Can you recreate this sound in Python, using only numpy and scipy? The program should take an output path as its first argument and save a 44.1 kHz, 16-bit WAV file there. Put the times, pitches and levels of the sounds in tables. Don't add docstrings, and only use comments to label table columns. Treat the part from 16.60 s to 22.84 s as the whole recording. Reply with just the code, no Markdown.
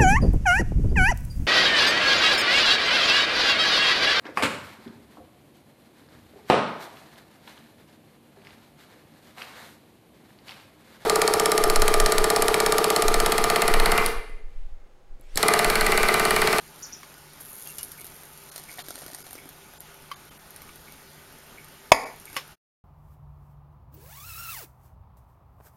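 import sys
import numpy as np
from scipy import signal
from scipy.fft import rfft, irfft
from scipy.io import wavfile
from scipy.ndimage import uniform_filter1d

SR = 44100
rng = np.random.default_rng(int(sys.argv[2]) if len(sys.argv) > 2 else 0)


def log_audio(samples):
    frames = np.atleast_2d(samples).T
    limited = np.clip(frames, -1, 1)
    pcm = np.round(limited * 32767).astype(np.int16)
    wavfile.write(sys.argv[1], SR, pcm)


def volts_from_decibels(level):
    exponent = np.asarray(level, float) / 20
    return 10 ** exponent


N = 275175


def evened(x):
    return x / np.sqrt(np.mean(x ** 2) + 1e-20)


def read(points, hz):
    f, value = np.transpose(points)
    return np.interp(np.log(hz + 1), np.log(f + 1), value)


def add(mix, s, sound):
    part = mix[round(s * SR):][:len(sound)]
    part += sound[:len(part)]


def band(x, lo_hz, hi_hz):
    edges = [lo_hz, min(hi_hz, SR / 2 - 100)]
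    return signal.sosfilt(signal.butter(2, edges, "bandpass", fs=SR, output="sos"), x)


def resonate(x, hz, width):
    turn = np.exp(2j * np.pi * np.cumsum(hz * np.ones(len(x))) / SR)
    r = np.exp(-np.pi * width / SR)
    return 2 * (turn * signal.lfilter([1 - r], [1, -r], x / turn)).real


def resonant_noise(modes, length, passes, widen):
    out = np.zeros(length)
    for hz, width, db in modes:
        x = rng.standard_normal(length)
        for _ in range(passes):
            x = resonate(x, hz, widen * width)
        out += volts_from_decibels(db) * evened(x)
    return out


def ring(modes, t):
    return sum(volts_from_decibels(db - 60 * t / t60) * np.sin(2 * np.pi * hz * t) for hz, db, t60 in modes)


def coloured(x, points):
    return irfft(rfft(x) * volts_from_decibels(read(points, np.fft.rfftfreq(len(x), 1 / SR))), len(x))


def smooth_noise(length, size):
    return evened(uniform_filter1d(rng.standard_normal(length), size=size))


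def room(x, t60, wet_db):
    t = np.arange(SR // 4) / SR
    tail = rng.standard_normal(len(t)) * volts_from_decibels(-60 * t / t60) * (t > .003)
    return x + volts_from_decibels(wet_db) * signal.oaconvolve(x, tail / np.linalg.norm(tail))[:N]


BANG_S, BANG_DB, BANG_WIDTH_S = 5.31865, 13, .0002
# frequency in Hz, level in dB, t60 in seconds.
BANG_BODY = [(720, 0.5, 0.028), (880, -6, .026), (1070, 2.5, 0.03), (2200, 2, 0.04), (2600, -1, 0.018),
             (3280, 5, 0.012), (5200, -3, .015), (6350, -3, .018), (10000, -6, 0.012)]
# delay in seconds, gain.
BANG_ECHOES = [(.0011, 0.43), (.0021, -0.42), (.0031, 0.92), (.0059, -0.84), (.0071, -.9), (.0095, 0.21),
               (0.0132, -.5), (.0148, -0.27)]


def blast():
    t = np.arange(5000) / SR
    u = t / BANG_WIDTH_S
    front = signal.fftconvolve((1 - u) * np.exp(-u), ring(BANG_BODY, t))[:5000]
    front *= volts_from_decibels(BANG_DB) / abs(front).max()
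    out = np.zeros(N)
    add(out, BANG_S, front)
    for late, gain in BANG_ECHOES:
        add(out, BANG_S + late, gain * front)
    return out


# time in seconds, level in dB.
TAIL = [(5.3185, -43), (5.3208, -10), (5.3248, -9), (5.33, -21.5), (5.345, -23.5), (5.38, -31),
        (5.475, -37.5), (5.51, -44), (5.56, -53), (5.65, -78)]
# frequency in Hz, width in Hz, level in dB.
TAIL_BASS = [(620, 90, -2), (760, 110, 0), (920, 110, -1), (1080, 80, -3), (1800, 100, -7), (1990, 100, -5),
             (2230, 120, -2.5), (2500, 150, -10), (1350, 150, -12)]
TAIL_TREBLE = [(3340, 990, -4.5), (4900, 480, 4), (6700, 600, 0), (9700, 900, -1.5), (11200, 1800, -3.5)]
TAIL_LOW = [(470, 70, 0), (260, 70, -7)]
# frequency in Hz, level in dB, t60 in seconds.
PUSH = [(40, -27, .12), (79.5, -14, .04), (120, -19, .03), (220, -40, .05)]
TAIL_TREBLE_DB, TREBLE_LOSS_DB_PER_S, FIRST_TREBLE_DB, FIRST_TREBLE_S = -10.5, 14, 11.5, .003
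TAIL_LOW_DB, LOW_SWELL_S = -9, .025


def blast_tail():
    s, level_db = np.transpose(TAIL)
    since = np.arange(s[0], s[-1], 1 / SR) - s[0]
    bass, treble, low = (evened(resonant_noise(modes, len(since), passes=3, widen=2.1))
                         for modes in (TAIL_BASS, TAIL_TREBLE, TAIL_LOW))
    treble_db = TAIL_TREBLE_DB - TREBLE_LOSS_DB_PER_S * since
    treble_db += FIRST_TREBLE_DB * np.exp(-(since / FIRST_TREBLE_S) ** 2)
    swell = np.minimum(since / LOW_SWELL_S, 1) ** 2
    answer = bass + volts_from_decibels(treble_db) * treble + volts_from_decibels(TAIL_LOW_DB) * swell * low
    tail = np.zeros(N)
    add(tail, s[0], volts_from_decibels(np.interp(since + s[0], s, level_db)) * answer)
    add(tail, BANG_S, ring(PUSH, since))
    return tail


# start in seconds, peak in dB, t60 in seconds, low mode in Hz, high mode in Hz.
KNOCKS = [(.431, -29, 0.032, 1130, 2200), (1.061, -38, 0.082, 2810, 3220), (1.183, -31, 0.09, 5280, 7160),
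          (2.184, -28.5, 0.071, 720, 1900), (2.19, -29.5, 0.068, 1900, 3730),
          (2.201, -31.5, 0.061, 3240, 4430), (1.9595, -33, .03, 4130, 1850),
          (1.9786, -33, 0.033, 4280, 2000), (3.5143, -22, 0.022, 1126, 1580),
          (3.5164, -33, 0.035, 2200, 4600), (3.5175, -35, .022, 3100, 6050),
          (4.018, -34.5, 0.025, 1150, 2200), (4.091, -34.5, 0.027, 1210, 2260),
          (5.753, -29, 0.013, 2600, 4600), (5.7637, -19, 0.03, 1080, 2000),
          (5.7656, -12, 0.015, 2200, 2900), (5.767, -18, 0.055, 1100, 5250), (5.7725, -25, .05, 1900, 2500),
          (5.77, -29.5, 0.18, 524, 2900)]
# start in seconds, frequency in Hz, level in dB, t60 in seconds.
PINGS = [
    (3.5143, 1126, -24, .035),
    (3.5162, 3090, -30, .04),
    (5.767, 1100, -25, .05),
    (.782, 3280, -51, .05),
    (1.06, 2750, -44, 0.074),
    (1.087, 8600, -38, 0.066),
    (1.093, 2754, -41, 0.11),
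    (1.185, 2880, -40.5, 0.13),
    (1.184, 9800, -31, 0.036),
]
KNOCK_TREBLE_DB, TREBLE_DB_PER_OCTAVE = -10, 6.5


def knocks():
    out, t = np.zeros(N), np.arange(7000) / SR
    blur = np.clip(t / 0.027, 0, .9)
    for s, db, t60, low_hz, high_hz in KNOCKS:
        z = rng.standard_normal(len(t))
        treble_db = KNOCK_TREBLE_DB + TREBLE_DB_PER_OCTAVE * np.log2(low_hz / 1500)
        rattle = evened(resonate(z, low_hz, 180)) + 1.33 * evened(resonate(z, high_hz, 340))
        rings = np.sin(2 * np.pi * low_hz * t) + 0.81 * np.sin(2 * np.pi * high_hz * t)
        crack = (0.42 + 0.85 * blur) * evened(band(z, 710, 4860))
        crack += volts_from_decibels(treble_db) * evened(band(z, 2950, 12000))
        pitched = (1 - blur) * (0.86 * rings + (0.13 + 0.57 * blur) * rattle)
        envelope = volts_from_decibels(db - 6 - 60 * t / t60) * np.minimum(t / 0.0007, 1)
        add(out, s, envelope * (pitched + crack))
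    for s, *mode in PINGS:
        add(out, s, ring([mode], t) * np.minimum(t / 0.0024, 1))
    return out


# frequency in Hz, level in dB, t60 in seconds.
STRAW = [(400, -3.5, .025), (675, 3.5, 0.022), (1396, 0.5, 0.03), (1780, 0.5, 0.016)]
# time in seconds, peak in dB, body level relative to it in dB.
TICKS = [
    (0.1411, -46, -17),
    (0.5402, -40, -8),
    (0.5806, -40.5, -15),
    (0.7333, -38.5, -20.5),
         (0.7799, -47, -8), (0.8058, -31, -19), (0.8262, -40, -15), (0.8497, -32.5, -18),
              (0.8781, -38, -24), (0.8981, -34, -28), (0.9819, -33, -22), (1.0153, -32, -26),
              (1.0727, -24, -31), (1.148, -36, -18), (1.1685, -35, -24), (1.1829, -21, -28),
              (1.2094, -26, -28), (1.2298, -18, -32), (1.2922, -38, -18), (1.3171, -24.5, -35),
              (1.3974, -32, -19), (1.4129, -26.5, -25), (1.4438, -27, -20), (1.4663, -29, -22),
              (1.4977, -40, -14), (1.5197, -39, -12), (1.5631, -37, -22), (1.6105, -38, -15),
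              (1.6334, -34, -12), (1.7023, -44, -12), (1.7746, -32, -23), (1.818, -43, -12),
              (1.836, -33.5, -18),
         (1.8758, -43, -13), (1.8878, -38, -13), (1.9406, -39, -18.5), (1.9596, -26.5, -16),
              (1.9786, -26.5, -18), (2.0369, -33, -19), (2.0888, -34, -16), (2.1078, -33, -20),
              (2.1736, -50, -13), (2.1736, -36, -14), (2.1901, -29, -14), (2.2839, -25, -13),
              (2.3053, -24, -11), (2.3447, -37, -7), (2.3552, -25.5, -13.5), (2.3886, -30, -13),
              (2.4081, -40, -12), (2.4181, -30.5, -8), (2.4221, -33, -12.5), (2.4625, -28, -10.5),
              (2.4794, -33.5, -8), (2.5328, -29.5, -12.5), (2.5463, -21.5, -18), (2.5847, -33, -14),
              (2.6041, -31.5, -17), (2.6465, -43, -10.5), (2.6655, -32, -12.5), (2.7294, -28.5, -17),
              (2.7533, -32.5, -6.5), (2.7797, -38, -9),
         (2.8898, -29, -26), (3.1358, -38, -8.5), (3.2043, -26, -29), (3.3423, -36, -15),
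              (3.4221, -39, -16), (3.6513, -40, -13), (3.9057, -33, -19), (3.9609, -28, -19),
              (4.0184, -32, -20), (4.157, -36.5, -15), (4.3217, -32, -20), (4.7247, -40, -13),
              (4.786, -39, -14), (5.0439, -36, -20), (5.0838, -41, -14.5),
         (5.5606, -39, -19),
    (5.5982, -35, -19),
    (5.654, -31, -23),
    (5.6992, -35, -15),
    (5.7292, -29.5, -19),
    (5.743, -36, -7.5),
    (5.7658, -30, -10),
    (5.877, -37, -15.5),
         (.809, -30, -25), (.857, -34, -23), (1.032, -36.5, -27), (1.1, -31, -28), (1.116, -34, -30),
         (1.124, -35, -28), (1.134, -37, -25), (1.234, -31, -28), (1.24, -35, -25), (1.247, -28, -26),
         (1.257, -38, -25), (1.408, -30, -25), (1.453, -29, -25), (1.997, -33, -14), (2.1136, -31, -18),
         (2.127, -35, -20), (2.38, -38, -4), (3.5139, -38, -22), (5.7591, -30, -18), (2.5, -39, -8),
         (2.5122, -38, -9), (2.7077, -31.5, -13), (2.836, -42.5, -5), (2.8548, -38.5, -4)]
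MID_LINGER_DB = 14
LOW_SNAP_DB = 0.5
TICK_MID_DB, MID_PER_BODY, MID_PER_PRESSURE = -6, 0.21, 0.42
CREASING_BODY_DB = -6


def ticks():
    rows = TICKS
    out, t = np.zeros(N), np.arange(2000) / SR
    shape = (volts_from_decibels(-60 * t / .004) + .07 * volts_from_decibels(-60 * t / .04)) * np.minimum(t / .0003, 1)
    bursts = rng.standard_normal((len(rows), len(t))) * shape
    snaps = band(band(bursts, 9600, 12900), 9600, 13200)
    lows = band(bursts, 8100, 10030)
    middles = band(bursts * volts_from_decibels(MID_LINGER_DB * np.minimum(t / 0.0071, 1)), 3440, 6650)
    grips = rng.uniform(-0.8, 1, (len(rows), 2, len(STRAW)))
    crackle_s, _, pressure_db = np.transpose(CRACKLE)
    for (s, db, body_db), snap, low, middle, grip in zip(rows, snaps, lows, middles, grips):
        modes = [(f * (1 + .14 * a), level + 7 * b, t60) for (f, level, t60), a, b in zip(STRAW, *grip)]
        body = ring(modes, t)
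        duller_db = MID_PER_BODY * body_db + MID_PER_PRESSURE * np.interp(s, crackle_s, pressure_db)
        snap = snap + volts_from_decibels(LOW_SNAP_DB + duller_db) * low
        creasing = CREASES[0][0] - .01 < s < CREASES[-1][0] + .01
        parts = snap / abs(snap).max()
        parts += volts_from_decibels(TICK_MID_DB + duller_db) * middle / abs(middle).max()
        parts += volts_from_decibels(body_db + 6.5 + CREASING_BODY_DB * creasing) * body / abs(body).max()
        add(out, s + .0007, volts_from_decibels(db + 1.5) * parts)
    return out


# time in seconds, crackle level in dB, finger pressure in dB.
CRACKLE = [(0, -55.5, 7), (.79, -59.5, 4), (.805, -48, -6), (.977, -43.5, -7), (1.053, -45.5, 1),
           (1.27, -49.5, -0.5), (1.7, -52.5, -2), (1.86, -53, 2), (1.87, -50, 7), (2.564, -51, 8),
           (2.8, -54, 3.5), (2.82, -59.5, -3), (3.74, -63, -7), (4.01, -58, 2), (5.5, -63, -5),
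           (5.718, -55.5, 0), (5.786, -52, -6), (5.93, -74.5, 0)]
# frequency in Hz, level in dB.
CRACKLE_TONE = [(5000, -36), (6500, -15), (8500, -14), (9800, -11), (10800, -3), (12200, -4),
                (13200, -16.5), (15500, -19.5), (16500, -26)]
CRACKLE_PER_S, CRACKLE_SPREAD_DB = 1700, 3.2
MID_RUSTLE_DB, LOW_RUSTLE_DB, BODY_RUSTLE_DB, BODY_PER_PRESSURE = -12, -16.5, -16.5, 0.86


def crackle():
    s, *columns = np.transpose(CRACKLE)
    level_db, pressure_db = (np.interp(np.arange(N) / SR, s, c) for c in columns)
    clumps = volts_from_decibels(1.3 * smooth_noise(N, 500))
    strengths = volts_from_decibels(CRACKLE_SPREAD_DB * np.minimum(rng.exponential(1, N), 4))
    snaps = strengths * (rng.random(N) < CRACKLE_PER_S / SR)
    bursts = signal.lfilter([1], [1, -.96], snaps * clumps) * rng.standard_normal(N)
    body = ring(STRAW, np.arange(1500) / SR * 1.6)
    rustle = evened(coloured(bursts, CRACKLE_TONE))
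    rustle += volts_from_decibels(MID_RUSTLE_DB + pressure_db) * evened(band(bursts, 3300, 8000))
    rustle += volts_from_decibels(LOW_RUSTLE_DB + pressure_db) * evened(band(bursts, 8300, 9700))
    dull = evened(signal.oaconvolve(bursts, body)[:N])
    rustle += volts_from_decibels(BODY_RUSTLE_DB + BODY_PER_PRESSURE * pressure_db) * dull
    return volts_from_decibels(level_db) * rustle


# time in seconds, peak in dB, low mode in Hz, high mode in Hz, high mode's relative level in dB.
CREASES = [(2.283, -41, 363, 1620, -2), (2.305, -33, 673, 1370, -6), (2.353, -41, 299, 1400, -8),
           (2.377, -39, 600, 1820, -5), (2.42, -36, 665, 1530, -11), (2.432, -44, 283, 1490, -2),
           (2.461, -37, 382, 1360, -10), (2.482, -42, 676, 1860, -7), (2.499, -42, 638, 1730, -7),
           (2.529, -41, 307, 1910, -6), (2.545, -40, 778, 1890, -4), (2.584, -44, 665, 1720, -5),
           (2.604, -43, 404, 1390, -7), (2.665, -43, 751, 1760, -6), (2.709, -47, 794, 1870, -1),
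           (2.728, -39, 781, 1230, -13), (2.752, -36, 431, 1240, -14), (2.779, -44, 390, 2170, -4),
           (2.855, -37, 301, 1530, -14)]
CREASE_T60, CREASE_DB = .019, 4.5


def creases():
    out, t = np.zeros(N), np.arange(1500) / SR
    for s, db, low_hz, high_hz, high_db in CREASES:
        modes = [(low_hz, 0, CREASE_T60), (1.7 * low_hz, -8, .6 * CREASE_T60),
                 (high_hz, high_db + 4, .8 * CREASE_T60)]
        add(out, s + .0012, volts_from_decibels(db + CREASE_DB) * ring(modes, t) * np.minimum(t / .0008, 1))
    return out


# start in seconds, length in seconds, peak in dB, top pitch in Hz, place of the top from 0 to 1.
BIRD = [
    (0.221, 0.038, -35.5, 5950, .3),
    (0.321, 0.031, -36.5, 5900, 0.36),
    (1.068, 0.04, -48, 6570, .05),
]
CHIRP_FLUTTER = [.35, .9, .3]
CHIRP_UPPER = [.85, .3, .6]
CHIRP_ENDS = [.7, .84, .9]
CHIRP_START, UPPER_VOICE = .7, 1.16
CHIRP_RISE_DB, CHIRP_FALL_DB = 12, 12


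def bird():
    out = np.zeros(N)
    for (s, length, db, top_hz, top), throb, upper, end in zip(BIRD, CHIRP_FLUTTER, CHIRP_UPPER, CHIRP_ENDS):
        t = np.arange(0, length, 1 / SR)
        before = np.maximum(1 - t / length / top, 0)
        after = np.maximum((t / length - top) / (1 - top), 0)
        hz = top_hz * (1 - (1 - CHIRP_START) * before ** 2.24 - (1 - end) * after ** 2.1)
        flutter = 1 + throb * np.sin(2 * np.pi * 180 * t - 4.6) + 0.2 * smooth_noise(len(t), 60)
        phase = 2 * np.pi * np.cumsum(hz * (1 + .02 * smooth_noise(len(t), 40))) / SR
        voices = 1.16 * np.sin(phase) + upper * np.sin(UPPER_VOICE * phase)
        level = volts_from_decibels(db - CHIRP_RISE_DB * before - CHIRP_FALL_DB * after ** 0.96)
        add(out, s, level * flutter * voices * signal.windows.tukey(len(t), .15))
    return room(out, 0.22, wet_db=-3)


# start in seconds, peak in dB.
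FROG = [
    (1.3834, -42.5),
    (2.0862, -39),
    (2.7786, -42),
    (4.2744, -44),
    (4.9754, -40.5),
    (5.671, -41.5),
]


def frog():
    out, t = np.zeros(N), np.arange(700) / SR
    pulse = ring([(2235, 2.0, 0.031), (2350, -12, .018)], t) * np.minimum(t / 0.001, 1)
    for s, db in FROG:
        for late, gain in ((0, 0.97), (.0075, 1.56), (.014, .55), (.021, 0.64)):
            add(out, s + late, gain * volts_from_decibels(db - 1.5) * pulse)
    return room(out, 0.57, wet_db=-5.0)


# frequency in Hz, density in dB per Hz.
AIR = [(12, -33), (20, 0), (151, -10.5), (179, -5), (281, -9.5), (323, -8), (393, -10), (599, -10),
       (839, -12.5), (1350, -11), (7100, -20), (7730, -21.5), (12100, -18), (15200, -31), (16500, -42)]
# frequency in Hz, width in Hz, level in dB.
FAN = [(148, 22, -69.5), (394.3, 25, -64), (863.5, 96, -64), (1241, 30, -68), (1467, 45, -66),
       (714, 20, -72.5)]
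AIR_DB, HUM_HZ, HUM_DB = -50, 150, -61.5


def air():
    hz = np.fft.rfftfreq(1024, 1 / SR)
    a, b, patches = rng.standard_normal((N // 256 + 5, 513, 3)).T
    patches = evened(uniform_filter1d(uniform_filter1d(patches, size=12, axis=0), size=12, axis=1))
    spectrum = (a + 1j * b) * volts_from_decibels(read(AIR, hz)[:, None] + 1.6 * patches)
    wash = signal.istft(spectrum, nperseg=1024, noverlap=768)[1][:N]
    tones = resonant_noise(FAN, N, passes=2, widen=1)
    waver = 1 + 0.013 * smooth_noise(N, 4000)
    hum = volts_from_decibels(HUM_DB) * np.sqrt(2) * np.sin(2 * np.pi * HUM_HZ * np.cumsum(waver) / SR)
    return volts_from_decibels(AIR_DB) * evened(wash) + tones + hum


def scene():
    grab = volts_from_decibels(-np.interp(np.arange(N) / SR - BANG_S, [.0039, .0046, .02], [0, 18, 24]))
    bang = blast() * grab + blast_tail()
    table = room(knocks() + ticks() + crackle() + creases(), .12, wet_db=-9)
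    return (bang + table + bird() + frog() + air())[None]


# time in seconds, half length in seconds, spared below in Hz, then surviving tones in Hz.
THINNED = [
    (1.908, .008, 1500, 4200, 11700),
    (2.232, .008, 1500, 4150, 11900),
    (2.635, .007, 600, 4900, 11100, 1450, 400),
    (3.192, .01, 1000, 7200, 10900),
    (3.552, .008, 2200, 6600, 3600),
    (3.702, .008, 400, 3100, 12500),
    (3.785, .008, 2300, 9700, 12500),
    (5.3125, .004, 1200, 700, 900),
    (5.451, .007, 3000, 4850, 6900),
]
THINNED_DB, SURVIVOR_DB = -21, -57


def thinned(x):
    hz, t, z = signal.stft(x, SR, nperseg=256, noverlap=192)
    loss_db = -30 * (hz[:, None] > 15900) + 0 * t
    tones, now = np.zeros(N), np.arange(N) / SR
    for s, half, spared_hz, *kept in THINNED:
        gap = np.exp(-((t - s) / (0.7 * half)) ** 4)
        loss_db = loss_db + THINNED_DB * gap * (hz[:, None] > spared_hz)
        for f in kept:
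            swell = np.exp(-((now - s) / (1.5 * half)) ** 4)
            tones += volts_from_decibels(SURVIVOR_DB) * swell * np.sin(2 * np.pi * f * now)
    return signal.istft(z * volts_from_decibels(loss_db), SR, nperseg=256, noverlap=192)[1][:N] + tones


def band_limit(x):
    return signal.sosfilt(signal.butter(12, 16970, fs=SR, output="sos"), x)


# frequency in Hz, gain in dB.
NOTCH = [(7300, 0), (7600, -5), (7740, -10), (7800, -26), (8050, -26), (8130, -8), (8400, 0)]
# time in seconds, gain in dB.
FADE = [(5.925, -1), (5.945, -10), (5.952, -14), (5.959, -46.5), (5.981, -44), (5.983, -120)]


def record(dry):
    x = np.clip(dry[0], -.99, .99)
    x = coloured(thinned(x), NOTCH)
    s, db = np.transpose(FADE)
    mix = (x * volts_from_decibels(np.interp(np.arange(N) / SR, s, db)))[None]
    return band_limit(mix)


dry = scene()
out = record(dry)
log_audio(out)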